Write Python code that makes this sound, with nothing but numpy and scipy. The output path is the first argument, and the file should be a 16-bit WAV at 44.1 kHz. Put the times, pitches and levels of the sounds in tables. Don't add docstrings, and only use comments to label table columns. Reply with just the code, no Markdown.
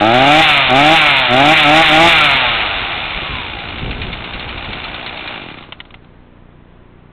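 import sys
import numpy as np
from scipy.fft import rfft, irfft, next_fast_len
from scipy.io import wavfile
from scipy.ndimage import uniform_filter1d, map_coordinates

SR = 44100
rng = np.random.default_rng(int(sys.argv[2]) if len(sys.argv) > 2 else 0)


def transcribe(u):
    v = np.clip(np.atleast_2d(u).T, -1, 1)
    q = np.round(v * 32767).astype(np.int16)
    wavfile.write(sys.argv[1], SR, q)


N = 313992

# opening in seconds, shutting in seconds, speed reached in turns a second,
# easing exponent of the climb (1 = straight).
BLIPS = [(0.0, .41, 162.5, 1.03), (.712, .945, 164, 1.2), (1.309, 1.535, 162, 1.0),
         (1.661, 1.816, 164, 1.1), (1.91, 2.085, 170.5, 1.3)]
# time in seconds, relative level in dB.
IDLE_FIRINGS = [(3.5871, -17), (3.686, -16.5), (3.782, -15.5), (3.908, -13.5), (4.0168, -11), (4.1282, -12),
                (4.2414, -16), (4.334, -14), (4.3946, -14), (4.4882, -15.5), (4.5767, -17.5),
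                (4.6437, -18.5), (4.7291, -12.5), (4.84, -11.5), (4.9428, -15), (5.062, -11.5),
                (5.1708, -18), (5.2747, -12)]
# frequency in Hz, width in Hz, relative level in dB.
METAL_MODES = [(830, 310, -11.5), (1357, 430, -6.5), (2193, 323, -2), (2396, 136, 3), (2806, 400, -2.5),
               (3335, 100, -3), (3518, 198, -2.5), (3910, 670, -16)]
FULL_SPEED = 160


def clock():
    return np.arange(N) / SR


def amp(db):
    return 10 ** (np.asarray(db) / 20)


def unit(x):
    return x / np.sqrt(np.mean(x ** 2) + 1e-20)


def wobble(rate):
    knots = rng.standard_normal(int(N * rate / SR) + 4)
    return map_coordinates(knots, [np.arange(N) * rate / SR])


def filtered(x, response):
    m = 2 * next_fast_len(N // 2 + SR // 4)
    return irfft(rfft(x, m) * response(np.fft.rfftfreq(m, 1 / SR)), m)[:N]


def coloured(x, points):
    f, db = np.transpose(points)

    def response(hz):
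        log_gain = np.log(amp(np.interp(np.log(hz + 1), np.log(f), db)))
        cepstrum = irfft(log_gain)
        half = len(cepstrum) // 2
        cepstrum[1:half] *= 2
        cepstrum[half + 1:] = 0
        return np.exp(rfft(cepstrum))
    return filtered(x, response)


def ringing(x, modes):
    def response(f):
        total = 0
        for k, (centre, width, db) in enumerate(modes):
            damping = 1j * f * width
            total = total + (-1) ** k * amp(db) * damping / (centre * centre - f * f + damping)
        return total
    return filtered(x, response)


def pulses(turns, jitter, scatter_db):
    at = np.flatnonzero(np.diff(np.floor(turns)) > 0)
    chance = rng.standard_normal((len(at), 2))
    at = np.clip(at + np.round(chance[:, 0] * jitter * SR).astype(int), 0, N - 1)
    return np.bincount(at, amp(scatter_db * chance[:, 1]), N)


def steady(x):
    power = np.abs(uniform_filter1d(x ** 2, size=SR // 10))
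    return x / np.sqrt(power + np.mean(power) / 10 ** 2)


def bursts(rows, t60, hold):
    out, t = np.zeros(N + SR), np.arange(SR // 8) / SR
    fall = amp(-60 * np.maximum(t - hold, 0) / t60)
    for s, db in rows:
        out[round(s * SR):][:len(t)] += amp(db) * fall * rng.standard_normal(len(t))
    return out[:N]


def by_speed(speed, full_db, doubling_db):
    return amp(full_db + doubling_db * np.log2(speed / FULL_SPEED))


def swells(rows):
    return sum(db * np.exp(-((clock() - s) / half) ** 2) for s, half, db in rows)


def crank():
    start_speed, coast_speed = 99.5, 30
    coast_s = .89
    kick_speed = 3.5
    switch_off_s, stall_s = 5.33, .435
    t = clock()
    speed = np.full(N, float(start_speed))
    for opens, shuts, top, easing in BLIPS:
        start = np.interp(opens, t, speed)
        climb = top - (top - start) * np.interp(t, [opens, shuts], [1, 0]) ** easing
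        coast = coast_speed + (top - coast_speed) * np.exp((shuts - t) / coast_s)
        speed = np.select([t < opens, t < shuts], [speed, climb], coast)
    for s, _ in IDLE_FIRINGS:
        speed = speed + kick_speed * (t > s) * np.exp((s - t) / coast_s)
    stall = np.exp(-np.maximum(t - switch_off_s, 0) / stall_s)
    return speed * stall * (1 + .003 * wobble(35))


def throttle():
    catch_s, die_s = .055, .021
    t = clock()
    opening = np.zeros(N)
    for opens, shuts, _, _ in BLIPS:
        corners = [opens - catch_s / 2, opens + catch_s / 2, shuts - die_s / 2, shuts + die_s / 2]
        opening += np.interp(t, corners, [0, 1, 1, 0])
    return opening


def exhaust(turns, speed):
    # frequency in Hz, level in dB.
    bark_points = [(70, -33.5), (115, -10.5), (160, -6), (250, 0), (330, 4), (400, -1.5), (480, -7.5),
                   (560, -2), (630, 4), (720, 5), (815, 5.5), (920, -15.5), (1300, -5.5), (2500, -14)]
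    # frequency in Hz, level in dB.
    puff_points = [(70, -22), (140, -1), (200, -7), (300, -2.5), (460, -20.5), (620, -4.5), (780, -1),
                   (1020, -6), (1300, 3.5), (1750, -7.5), (2400, -3), (4200, -17.5)]
    # frequency in Hz, level in dB.
    rush_points = [(60, -10), (250, -4), (480, -1), (600, 4), (800, 6), (1050, 2), (1450, 3.5),
                   (1800, -4.5), (4200, -9)]
    # frequency in Hz, width in Hz, level in dB.
    hollow_modes = [(143, 33, 0), (235, 54, 1), (340, 89, -0.5), (814, 170, -7.5)]
    # speed in turns a second, level in dB.
    putter_by_speed = [(13, -83.5), (21, -44), (45, -34.5), (62, -39.5), (100, -45.5), (160, -62.5)]

    weak_burns = by_speed(speed, full_db=-28, doubling_db=19.5) * amp(8 * np.tanh(wobble(16)))
    firing = amp(-3) * throttle() + weak_burns
    burns = pulses(turns, jitter=.00008, scatter_db=2)
    bark = steady(coloured(burns, bark_points))
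    strokes = pulses(turns, jitter=.00002, scatter_db=1.2)
    puff = steady(coloured(strokes, puff_points))
    hollow_strokes = pulses(turns, jitter=.00015, scatter_db=2)
    putter = steady(ringing(hollow_strokes, hollow_modes))
    putter_db = np.interp(speed, *np.transpose(putter_by_speed))
    jet = rng.standard_normal(N) * amp(1.9 * np.cos(2 * np.pi * turns - .8))
    rush = unit(coloured(jet, rush_points))

    puff = by_speed(speed, full_db=-10, doubling_db=25.5) * puff
    rush = by_speed(speed, full_db=-18, doubling_db=9) * rush
    return firing * bark + puff + rush + amp(putter_db) * putter


def whine(turns, speed):
    # frequency in Hz, level in dB.
    casing_points = [(400, -24.5), (520, -13.5), (610, -1), (770, 6.5), (860, 4.5), (1000, -4), (1280, 3.5),
                     (1750, -5), (2450, -1), (3000, -7)]
    lines = np.zeros(N)
    for k in range(4, 20):
        phase = 2 * np.pi * (k * turns + rng.random()) + .35 * wobble(60)
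        lines += amp(3.2 * wobble(32)) * np.sin(phase)
    level = by_speed(speed, full_db=-11, doubling_db=21.5) * amp(1.1 * wobble(25))
    return level * steady(coloured(lines, casing_points))


def rattle(turns, speed):
    # centre in seconds, half length in seconds, rise in dB.
    slack_swells = [(3.35, 0.32, 5), (5.56, 0.19, 6.5)]
    slap = steady(ringing(pulses(turns, jitter=.00003, scatter_db=2), METAL_MODES))
    contacts = rng.standard_normal(N) * (rng.random(N) < 9000 / SR)
    depth = np.interp(speed, [70, 120], [1.8, .5])
    shaken = 1 + depth * np.exp(-(turns % 1) / .16)
    clatter = steady(ringing(contacts * shaken, METAL_MODES))
    slap_db = np.interp(speed, [80, 140], [-10, 0])
    level = by_speed(speed, full_db=-9, doubling_db=15.5) * amp(swells(slack_swells) + .7 * wobble(70))
    return level * (amp(slap_db) * slap + clatter)


def air():
    # frequency in Hz, level in dB.
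    buffet_points = [(12, -30), (20, -4), (49, 1.5), (103, -3), (162, -7), (400, -14.5), (520, -18.5),
                     (880, -120)]
    # frequency in Hz, level in dB.
    yard_points = [(20, -2), (60, -9), (150, -11.5), (380, -12), (500, -16.5), (1000, -18.5), (2000, -24),
                   (3500, -31), (4400, -45.5)]
    # centre in seconds, half length in seconds, rise in dB.
    gust_swells = [(2.05, 0.51, 3.5), (3.342, 0.13, 6.5), (3.97, 0.18, 10), (4.455, .25, 2)]
    breeze_db, calm_s, calm_db_per_s = -33, 4.72, 18
    calming_db = calm_db_per_s * np.maximum(clock() - calm_s, 0)
    wind_db = breeze_db + swells(gust_swells) - calming_db
    lumps = unit(coloured(rng.standard_normal(N), buffet_points) * amp(3 * wobble(45)))
    yard = unit(coloured(rng.standard_normal(N), yard_points))
    return amp(wind_db) * lumps + amp(-47.0) * yard


def camera_buzz():
    # frequency in Hz, mean level in dB.
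    motor_lines = [(152, -57), (240, -67.5), (343, -64.5), (389, -65.5), (505, -67.5), (1000, -70)]
    drum_hz = 29.97
    t = clock()
    turns = t * drum_hz
    push_pulses = pulses(turns + .05, jitter=.00005, scatter_db=.8)
    pull_pulses = pulses(turns + .5, jitter=.00005, scatter_db=.6)
    push = filtered(push_pulses, lambda f: 1 / (1 + 1j * f / 400) ** 3)
    pull = filtered(pull_pulses, lambda f: 1 / (1 + 1j * f / 260) ** 3)
    hum = np.zeros(N)
    for hz, db in motor_lines:
        tone = unit(np.sin(2 * np.pi * hz * t + .4 * wobble(2.6)))
        hum += amp(db + wobble(3)) * tone
    return amp(-50.5) * unit(push) - amp(-45.5) * unit(pull) + hum


def chain():
    loudest_s, loudest_db, fade_db_per_s = 3.35, -34.5, 26
    loudest_hz, sag_hz_per_s = 1035, 1010
    since = clock() - loudest_s
    tooth_hz = np.maximum(loudest_hz - sag_hz_per_s * since, 0)
    phase = 2 * np.pi * np.cumsum(tooth_hz * (1 + .012 * wobble(120))) / SR
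    level_db = loudest_db - fade_db_per_s * np.abs(since) + 2 * wobble(40)
    return amp(level_db) * np.sqrt(2) * np.sin(phase)


def idle_firings():
    # frequency in Hz, level in dB.
    crack_points = [(200, -7.5), (800, -2.5), (1800, -3.5), (2300, 6), (4200, 4)]
    jolts = bursts(IDLE_FIRINGS, t60=0.16, hold=0.0012)
    cracks = bursts(IDLE_FIRINGS, t60=.03, hold=.002)
    return amp(2) * ringing(jolts, METAL_MODES) + amp(-5) * coloured(cracks, crack_points)


def last_knocks():
    # time in seconds, relative level in dB.
    knock_rows = [(5.501, -21), (5.585, -22), (5.624, -24), (5.637, -29), (5.722, -14.5), (5.802, -16.5),
                  (5.851, -36), (5.905, -30.5), (5.941, -23.5), (6.044, -38)]
    # frequency in Hz, level in dB.
    knock_points = [(180, -40), (300, -25), (745, -6), (1260, -1), (1660, -11), (1940, 0), (2650, -4.5),
                    (2870, 1), (3180, -3), (3760, -5.5), (4400, -29), (5720, -54), (9680, -120)]
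    return amp(4) * coloured(bursts(knock_rows, t60=0.031, hold=0.0026), knock_points)


def scene():
    speed = crank()
    turns = np.cumsum(speed) / SR
    saw = exhaust(turns, speed) + whine(turns, speed) + rattle(turns, speed)
    saw = saw + chain() + idle_firings() + last_knocks()
    return (saw + air() + camera_buzz())[None]


def overload(x, top, hardness):
    return x / (1 + np.abs(x / top) ** hardness) ** (1 / hardness)


def record(dry):
    # frequency in Hz, level in dB.
    treble_points = [(4000, 0), (4250, -4.5), (4500, -21), (4750, -85)]
    top_hz = 15900
    saturated = overload(amp(0.5) * dry[0], top=0.95, hardness=1.426)
    narrow = coloured(saturated, treble_points)
    clipped = overload(narrow, top=.75, hardness=14)
    return filtered(clipped, lambda hz: hz < top_hz)[None]


dry = scene()
out = record(dry)
transcribe(out)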